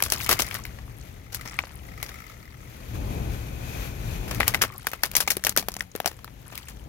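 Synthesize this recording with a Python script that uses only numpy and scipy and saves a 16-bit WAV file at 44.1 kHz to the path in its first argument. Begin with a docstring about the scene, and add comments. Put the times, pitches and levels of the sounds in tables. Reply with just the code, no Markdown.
"""Plastic snaps under a slowly rolling car tyre in two bouts, close by: a toy and an egg on rough asphalt. Each
snap is a short noise crack that rings its piece and trails off in splintering; thuds and ticks follow. Random
resonant bursts make the shards crackle, noise puffs make the flakes tick, rough gliding tones creak. Noise
fluttering at the firing rate makes the engine tick, and faint unsteady tones hum twice. Behind, shaped noise
makes the idling engine rumble and hiss; near 2.9 s it abruptly gets louder."""
import sys
import numpy as np
from scipy import signal
from scipy.fft import rfft, irfft, next_fast_len
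from scipy.io import wavfile

SR = 44100
rng = np.random.default_rng(int(sys.argv[2]) if len(sys.argv) > 2 else 0)


def log_audio(samples):
    """Write samples as a 16-bit WAV file to the path given in sys.argv[1]."""
    # one column per channel
    frames = np.atleast_2d(samples).T
    # limit to full scale, then quantise
    limited = np.clip(frames, -1, 1)
    pcm = np.round(limited * 32767).astype(np.int16)
    wavfile.write(sys.argv[1], SR, pcm)


N = 303408   # samples

# breaking pieces: start_s, body_level_db, body_pitch_hz, bright_tearing_level_db,
# splinter_level_db (against the crack); levels are drive, before the gains inside each layer
SNAPS = [(0.0034, -25.5, 1580, -35, -7.5), (0.024, -20.5, 2480, -13.5, -50),
         (0.0371, -32, 1170, -20.5, -4.5), (0.062, -25.5, 1210, -31, -17), (0.101, -59, 1490, -22, -13),
         (0.1213, -18.5, 1150, -15, -5.5), (0.2097, -38, 1700, -30, -2), (0.23, -43, 407, -37, -9),
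         (0.245, -51, 2130, -27.5, -15), (0.263, -31, 1990, -26.5, -26), (0.269, -27.5, 2750, -46, -34),
         (0.2916, -15.5, 1200, -12.5, -6.5), (0.312, -17, 1310, -17.5, 1), (0.3286, -31, 1320, -21, -21),
         (0.3907, -28, 790, -24, 7), (0.42, -25.5, 1180, -20, -10), (0.466, -45, 1110, -31.5, -15),
         (0.511, -26, 2220, -35, -4.5), (0.543, -39, 1200, -28, -12), (0.5508, -27.5, 1790, -32.5, -3),
         (0.6522, -32, 2100, -35, -8), (0.787, -35, 2050, -56, -12), (1.322, -47, 1350, -47, 10.5),
         (1.3458, -33.5, 1490, -27, -3.5), (1.411, -38, 2160, -38, -6), (1.454, -36.5, 730, -43, -1),
         (1.5332, -36, 1300, -57, -5), (1.59, -29, 896, -48, -14), (1.5893, -16.5, 2300, -35, -20),
         (1.6375, -33, 1130, -58, -12), (1.67, -38.5, 1220, -55, -14), (1.707, -43, 940, -62, -6),
         (2.028, -25.5, 2060, -25, -10), (2.063, -39, 1900, -38, -21), (2.091, -34.5, 1950, -39, -8),
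         (4.279, -39, 1220, -45, 8.5), (4.31, -27.5, 1150, -32.5, -1), (4.347, -36.5, 1820, -31.5, -6),
         (4.402, -17.5, 704, -25, -9), (4.406, -14.5, 1890, -38, -9), (4.431, -24.5, 2000, -47, -10),
         (4.469, -34.5, 1970, -45, 8.5), (4.4795, -18.5, 2430, -10.5, -13.5),
         (4.5386, -27, 2000, -36.5, 8.5), (4.5456, -17, 2050, -23, -31), (4.6139, -22, 1530, -36, -4),
         (4.6179, -18.5, 2800, -15.5, -3), (4.6374, -20.5, 1210, -36, -8), (4.846, -41, 800, -68, -20),
         (4.869, -17.5, 1480, -20, -13.5), (4.916, -33, 1650, -34.5, -14), (4.934, -22.5, 1330, -31.5, -12),
         (5.034, -23, 1050, -18, -14), (5.0356, -19.5, 1700, -21, -2.5), (5.115, -37, 2480, -30.5, -24),
         (5.1524, -20.5, 1950, -15, -7), (5.166, -18.5, 2120, -10.5, -12.5),
         (5.204, -21.5, 1580, -16.5, -3), (5.276, -21.5, 1150, -22, -11), (5.2785, -20.5, 2180, -30, -13),
         (5.3038, -20.5, 2000, -15.5, -4), (5.3684, -24.5, 380, -23, -24), (5.4386, -27, 1720, -21, -20),
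         (5.4486, -26, 636, -15.5, -14), (5.4678, -14, 1570, -16.5, -11.5), (5.494, -43, 1550, -16.5, -19),
         (5.564, -22, 1520, -20, -47), (5.5738, -14, 595, -9.5, -9), (5.6259, -33, 654, -42, -13),
         (5.685, -21.5, 700, -21.5, -22), (5.718, -43, 835, -34, -24), (5.74, -42, 1240, -30.5, -28),
         (5.7661, -29.5, 770, -28, -26), (5.8067, -21, 2000, -29, -15.5), (5.9521, -24.5, 440, -34.5, -19),
         (6.0018, -19, 790, -28.5, -28), (6.045, -32, 595, -48, -14), (6.0589, -14.5, 710, -15.5, -19),
         (6.069, -29, 786, -46, -23), (5.961, -43, 1510, -32, -26), (6.0757, -26.5, 755, -20.5, -14.5),
         (6.19, -44.5, 1060, -51, -30), (6.2445, -35, 1350, -36.5, -20), (6.2778, -35, 1100, -57, -25),
         (6.524, -40, 630, -47, 0), (6.554, -48, 1070, -33.5, -19), (6.577, -35, 2410, -31.5, -14),
         (6.685, -38, 2170, -38, -1.5)]
# colour of breaking plastic: frequency_hz, level_db_per_hz
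SHARD_SPECTRUM = [(180, 8), (300, 3.5), (1060, 1), (2300, 0.5), (3700, -5.5), (5800, -5.5), (8300, -12),
                  (11400, -5.5), (14900, -12), (16500, -13)]
# how alike left and right hear the shards: frequency_hz, likeness (0 to 1)
SHARD_LIKENESS = [(300, 0.63), (2000, 0.58), (12000, 0.023)]
# how much louder the shards are on the left: frequency_hz, difference_db
SHARD_LEFT_LOUDER = [(500, 5), (1400, 5.5), (4000, 8.5), (10000, 2.5), (14000, 11)]
# how alike left and right hear the engine and its ticking: frequency_hz, likeness (0 to 1)
ENGINE_LIKENESS = [(60, 0.94), (200, 0.93), (600, 0.74), (3000, 0.11), (12000, 0.062)]
# how much louder the engine and its ticking are on the left: frequency_hz, difference_db
ENGINE_LEFT_LOUDER = [(60, 5), (1000, 5), (15000, 11)]
ENGINE_LAG_S, SHARD_LAG_S = 0.00048, 0.00012   # the right port hears later
FIRING_HZ = 40.8


def from_db(db):
    """Decibels to gain."""
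    return 10 ** (np.asarray(db) / 20)


def rms_one(x):
    """Scale to unit rms."""
    return x / np.sqrt(np.mean(x ** 2) + 1e-20)


def at_hz(points, hz):
    """Read a table on a log-frequency axis."""
    table_hz, values = np.array(points).T
    return np.interp(np.log(hz + 1), np.log(table_hz), values)


def in_time(rows):
    """Columns of a curve over seconds, one value a sample."""
    s, *columns = np.transpose(rows)
    return [np.interp(np.arange(N) / SR, s, column) for column in columns]


def drift(rate):
    """Slow random wander of rms 1; rate is its corner in Hz."""
    r = np.exp(-2 * np.pi * rate / SR)
    wander = signal.lfilter([1], [1, -2 * r, r * r], rng.standard_normal(N + SR))
    return rms_one(wander[SR:])   # skip the filter's start


def decay(x, t60):
    """Let every impulse die away exponentially, by 60 dB in t60 seconds."""
    return signal.lfilter([1], [1, -from_db(-60 / (t60 * SR))], x)


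def fades(s, length, fade_s):
    """Fade in, hold, fade out."""
    t = np.arange(N) / SR
    return np.clip(np.minimum(t - s, s + length - t) / fade_s, 0, 1)


def resonance(x, hz, width_hz):
    """One broad resonance, gain about 1 on top."""
    r = np.exp(-np.pi * width_hz / SR)
    poles = [1, -2 * r * np.cos(2 * np.pi * hz / SR), r * r]
    return signal.lfilter([(1 - r * r) / 2, 0, (r * r - 1) / 2], poles, x)


def steep_resonance(x, hz, width_hz):
    """The same resonance twice over, for steeper sides."""
    return resonance(resonance(x, hz, width_hz), hz, width_hz)


def split(x, edge_hz):
    """Low and high parts of a sound, each at unit rms."""
    filters = [signal.butter(3, edge_hz, kind, fs=SR, output="sos") for kind in ("low", "high")]
    return [rms_one(signal.sosfilt(sos, x)) for sos in filters]


def stereo_noise(spectrum, likeness, left_louder, lag_s):
    """Coloured noise at two ports: partly shared, the right one later and quieter; mid rms 1."""
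    size = next_fast_len(N)
    hz = np.arange(size // 2 + 1) * SR / size
    shared, own = rfft(rng.standard_normal((2, size))) * from_db(at_hz(spectrum, hz))
    alike = np.clip(at_hz(likeness, hz), 0, 1)
    tilt = from_db(at_hz(left_louder, hz) / 2)
    right = alike * shared + np.sqrt(1 - alike ** 2) * own
    right = right * np.exp(-2j * np.pi * hz * lag_s)
    pair = irfft(np.array([shared * tilt, right / tilt]), size)[:, :N]
    return pair / np.sqrt(np.mean(pair.mean(axis=0) ** 2))


def grains(per_s, spread_db, t60):
    """Envelope of random tiny fractures, each dying fast; rms 1."""
    sizes = from_db(spread_db * np.minimum(rng.exponential(1, N), 4))
    born = rng.random(N) < per_s / SR
    return rms_one(decay(sizes * born + 1e-18, t60))


def snaps(crack_t60=0.013, ring_cycles=6, ring_db=4.5, piece_db=6, chip_db=3):
    """A short broad crack that knocks the piece into a brief ring, then uneven splintering that stops soon."""
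    splinter_s, splinter_growth = 0.048, 0.043   # length after a -21.5 dB snap; dB of length per dB of snap
    low, high = split(stereo_noise(SHARD_SPECTRUM, SHARD_LIKENESS, SHARD_LEFT_LOUDER, SHARD_LAG_S), 3900)
    # dull and bright fractures come independently
    low_jolts, high_jolts = [0.5 + 0.65 * grains(per_s=450, spread_db=2.8, t60=0.006) for _ in range(2)]
    # chips of two sizes
    chips_hz = rng.choice([5600, 11600], len(SNAPS)) * rng.uniform(0.89, 1.44, len(SNAPS))
    out, t = np.zeros((2, N)), np.arange(SR // 5) / SR
    for (s, body_db, body_hz, bright_db, splinter_db), chip_hz in zip(SNAPS, chips_hz):
        start = round(s * SR)
        at = slice(start, min(N, start + len(t)))
        age = t[:at.stop - at.start]
        crack = 1.716 * (1 - np.exp(-age / 0.000057)) * from_db(-60 * age / crack_t60)

        # loud snaps splinter slightly longer
        length = splinter_s * from_db(splinter_growth * (max(body_db, bright_db) + 21.5))
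        fall_db = 32.0 * (age / np.clip(length, 0.01, 0.2)) ** 1.55
        splinter = from_db(splinter_db - fall_db) * (1 - np.exp(-age / 0.004))
        dull = (crack + 1.25 * splinter * low_jolts[at]) * low[:, at]
        bright = (crack + 1.25 * splinter * high_jolts[at]) * high[:, at]

        knock = resonance(crack * low[:, at], body_hz, 0.21 * body_hz)
        body = 0.66 * dull + from_db(piece_db) * knock
        # a small piece gives no bass
        body = signal.sosfilt(signal.butter(2, 0.28 * body_hz, "high", fs=SR, output="sos"), body)
        cycles = ring_cycles * (body_hz / 1000) ** 0.5   # to -60 dB: high pieces ring more cycles
        ring = np.sin(2 * np.pi * body_hz * age) * (1 - np.exp(-age * body_hz / 0.28))
        ring = ring * from_db(ring_db - 60 * age * body_hz / cycles) * [[1.3], [0.65]]   # louder on the left

        chip = resonance(crack * high[:, at], chip_hz, 0.21 * chip_hz)
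        tearing = 0.77 * bright + from_db(chip_db) * chip
        out[:, at] += from_db(body_db) * (body + ring) + from_db(bright_db) * tearing
    return out


def thuds(hz=79.5, t60=0.14, level_db=-20.5):
    """Every snap pushes the tyre wall, which answers with a short low ring of random strength."""
    s, body_db = np.array(SNAPS)[:, :2].T
    push = np.zeros(N)
    push[(s * SR).astype(int)] = from_db(body_db + level_db) * rng.standard_normal(len(s))
    r, w = from_db(-60 / (t60 * SR)), 2 * np.pi * hz / SR
    wall = signal.lfilter([0, np.sin(w)], [1, -2 * r * np.cos(w), r * r], push + 1e-18)
    return wall * [[1.3], [0.65]]


def settling(settle_t60=0.27, share=0.49):
    """After each snap the strained pieces go on ticking faintly, less and less."""
    s, bright_db = np.array(SNAPS)[:, 0], np.array(SNAPS)[:, 3]
    strain = np.zeros(N)
    strain[(s * SR).astype(int)] = from_db(share * bright_db)   # level differences between snaps are halved
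    strain = decay(strain, settle_t60)
    ticks = from_db(-39) * (0.3 + grains(per_s=150, spread_db=2.5, t60=0.012))
    return strain * ticks * stereo_noise(SHARD_SPECTRUM, SHARD_LIKENESS, SHARD_LEFT_LOUDER, SHARD_LAG_S)


def crackle(cycles=6.3, low_hz=800, high_hz=14000):
    """Small shards of shell and plastic break at random, each burst ringing briefly at one of 16 pitches."""
    # loudness of the shards: time_s, level_db
    shard_level = [(0, -61), (.15, -36), (.45, -42.5), (.6, -50), (.75, -61.5), (1.0, -53.5), (1.35, -70),
                   (1.5, -46), (1.8, -55), (2.2, -58.5), (4.2, -57), (4.35, -59), (4.65, -47), (4.8, -51),
                   (6.3, -68), (6.55, -45.5), (6.88, -61.5)]
    level_db, = in_time(shard_level)
    lag = round(SHARD_LAG_S * SR)
    out = np.zeros((2, N))
    for hz in np.geomspace(low_hz, high_hz, 16):
        breaks = grains(per_s=45, spread_db=3.0, t60=0.0065) * rng.standard_normal((2, N))
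        right = np.roll(0.26 * breaks[0] + 0.96 * breaks[1], lag)   # mostly its own noise
        pair = np.array([breaks[0], right])
        side = from_db(at_hz(SHARD_LEFT_LOUDER, hz) / 2 * np.array([[1], [-1]]))
        band_gain = from_db(at_hz(SHARD_SPECTRUM, hz)) * np.sqrt(hz)   # bands widen with pitch
        out += rms_one(resonance(pair, hz, hz / cycles)) * side * band_gain
    return from_db(level_db) * rms_one(out)


def peels(t60=0.016, width_share=0.3):
    """Flakes of shell and plastic come off: each tick is a short puff of noise in one bright resonance."""
    # thin bright ticks: start_s, level_db (before panning), ring_hz
    flakes = [(.638, -36, 6250), (1.0116, -44, 6910), (1.331, -48, 5800), (1.341, -36, 5850),
              (1.369, -41, 7750), (1.476, -32.5, 5550), (1.484, -37, 5500), (1.497, -38, 5800),
              (1.626, -41.5, 6100), (1.755, -39, 10900), (4.78, -31.5, 12100), (5.794, -33, 7500),
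              (5.8184, -39, 10400), (5.916, -43, 6160), (6.1674, -48, 9000), (6.48, -40, 11000)]
    age, out = np.arange(SR // 40) / SR, np.zeros((2, N))
    for (s, db, hz), puff in zip(flakes, rng.standard_normal((len(flakes), 2, len(age)))):
        at = round(s * SR)
        tick = rms_one(steep_resonance(puff, hz, width_share * hz))
        out[:, at:at + len(age)] += from_db(db - 60 * age / t60) * tick * [[1.8], [0.9]]
    return out


def creaks():
    """Bent plastic slips unevenly, roughening the level of a tone whose pitch sags and comes back."""
    # creaking pieces: start_s, length_s, pitch_hz, midway_sag_hz, level_db (before grip and panning)
    bent_pieces = [(0.53, 0.08, 1132, 30, -46), (4.693, 0.035, 1175, 30, -54),
                   (4.726, 0.0536, 1215, 140, -46)]
    slips = grains(per_s=230, spread_db=4.0, t60=0.011) * rng.standard_normal(N)
    smooth_slips = signal.lfilter([1], [1, -np.exp(-np.pi * 120 / SR)], slips)
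    grip = 0.45 + 0.9 * rms_one(smooth_slips)
    t, out = np.arange(N) / SR, 0
    for s, length, hz, sag_hz, db in bent_pieces:
        pitch = hz - sag_hz * np.sin(np.pi * np.clip((t - s) / length, 0, 1)) ** 2
        tone = np.sin(2 * np.pi * np.cumsum(pitch) / SR)
        out = out + from_db(db) * fades(s, length, fade_s=0.0089) * grip * tone
    return out * [[1.8], [0.9]]


def ticking():
    """The engine ticks in time with its firings, unevenly, ringing near 1.3 and 2 kHz."""
    # loudness of the ticking: time_s, level_db (before a 1 dB lift)
    ticking_level = [(0, -60), (.45, -40.5), (.68, -59.5), (1.3, -59.5), (1.45, -43.5), (1.7, -58.5),
                     (2.1, -46), (2.4, -53), (2.93, -60.5), (4.25, -72), (4.4, -43), (4.8, -57), (5.25, -66),
                     (6.55, -75), (6.88, -84)]
    # colour of the ticking: frequency_hz, level_db_per_hz
    ticking_spectrum = [(700, -15), (1300, 1), (2050, -4), (4200, -12), (5600, -7), (8000, -17), (16000, -13)]
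    # resonances the ticks ring in: centre_hz, width_hz, gain_db
    ticking_resonances = [(1270, 260, 8), (2050, 600, 12)]
    level_db, = in_time(ticking_level)
    turns = np.floor(FIRING_HZ * np.arange(N) / SR + 0.39 * drift(9.0))
    beats = (np.diff(turns, prepend=0) > 0) * from_db(2.4 * drift(38.0))
    flutter = rms_one(decay(beats + 1e-18, t60=0.03))
    noise = stereo_noise(ticking_spectrum, ENGINE_LIKENESS, ENGINE_LEFT_LOUDER, ENGINE_LAG_S)
    pulsed = noise * (0.3 + 0.9 * flutter)
    gap = sum(from_db(db) * steep_resonance(pulsed, hz, width) for hz, width, db in ticking_resonances)
    return rms_one(pulsed + gap) * from_db(level_db + 1.0)


def hum():
    """Slightly unsteady faint tones under the loaded tyre, as sines with a wandering phase."""
    # hums: start_s, length_s, pitch_hz, level_db (before panning)
    tones = [(4.6, 0.2, 376, -58), (5.063, 0.85, 186, -55)]
    t, waver = np.arange(N) / SR, drift(5.7)
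    out = 0
    for s, length, hz, db in tones:
        tone = np.sin(2 * np.pi * hz * t + hz / 235 * waver)
        out = out + from_db(db) * fades(s, length, fade_s=0.041) * tone
    return out * [[1.9], [0.95]]


def engine(hiss_under_rumble_db=13.5):
    """Lumpy exhaust rumble, and a hiss with wavering whines that pulses faintly with the firings."""
    # loudness of the idling engine, with a jump near 2.9 s: time_s, rumble_level_db
    idle_level = [(0, -40), (.45, -40.5), (.68, -41.5), (1.7, -46), (2.0, -41.5), (2.5, -45.5), (2.93, -39),
                  (2.95, -33), (4.4, -32.5), (4.63, -37), (4.69, -46), (4.95, -48.5), (5.25, -44),
                  (5.9, -50), (6.55, -48), (6.88, -46.5)]
    # colour of the rumble: frequency_hz, level_db_per_hz
    rumble_spectrum = [(13, -56), (29, -15), (40, -1), (70, 1.5), (90, -5), (118, 1.5), (150, -8.5),
                       (216, -12), (422, -19), (800, -23), (1000, -28), (1300, -34.5), (2200, -120)]
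    # colour of the hiss: frequency_hz, level_db_per_hz
    hiss_spectrum = [(290, -19), (500, -3.5), (900, -8), (2000, -7.5), (3300, -10.5), (5200, -17),
                     (6500, -13.5), (8000, -22), (9500, -22), (11900, -14.5), (15700, -21.5), (16500, -35)]
    # engine-bay resonances: centre_hz, width_hz, level_db (over the hiss, when the engine is loud)
    bay_whines = [(1480, 76, -13), (2440, 460, -5)]
    rumble_db, = in_time(idle_level)
    hiss_db = rumble_db - hiss_under_rumble_db
    rumble = stereo_noise(rumble_spectrum, ENGINE_LIKENESS, ENGINE_LEFT_LOUDER, ENGINE_LAG_S)
    rumble = rumble * from_db(rumble_db + 1.98 * drift(1.32))
    firing = np.cos(2 * np.pi * FIRING_HZ * np.arange(N) / SR + 2.4 * drift(0.57))
    hiss = stereo_noise(hiss_spectrum, ENGINE_LIKENESS, ENGINE_LEFT_LOUDER, ENGINE_LAG_S)
    whines = sum(rms_one(steep_resonance(hiss, hz, width)) * from_db(over_db + 1.3 * drift(4.4))
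                 for hz, width, over_db in bay_whines)
    facing = from_db(np.minimum(hiss_db + 42.5, 0))   # the whines stand out only when the engine is loud
    hiss_gain = from_db(hiss_db + 0.34 * firing + 1.96 * drift(5.6))
    return rumble + (hiss + facing * whines) * hiss_gain


def scene():
    """Snaps with their thuds and settling, crackle, peeling and creaks over engine ticking, hum and engine."""
    breaking = snaps() + thuds() + settling() + crackle() + peels() + creaks()
    return breaking + ticking() + hum() + engine()


def record(dry):
    """Peaks are rounded, then the top is cut above 17.1 kHz."""
    rounded = np.tanh(dry)
    return signal.sosfilt(signal.cheby2(12, 70, 17100, fs=SR, output="sos"), rounded)


dry = scene()
out = record(dry)
log_audio(out)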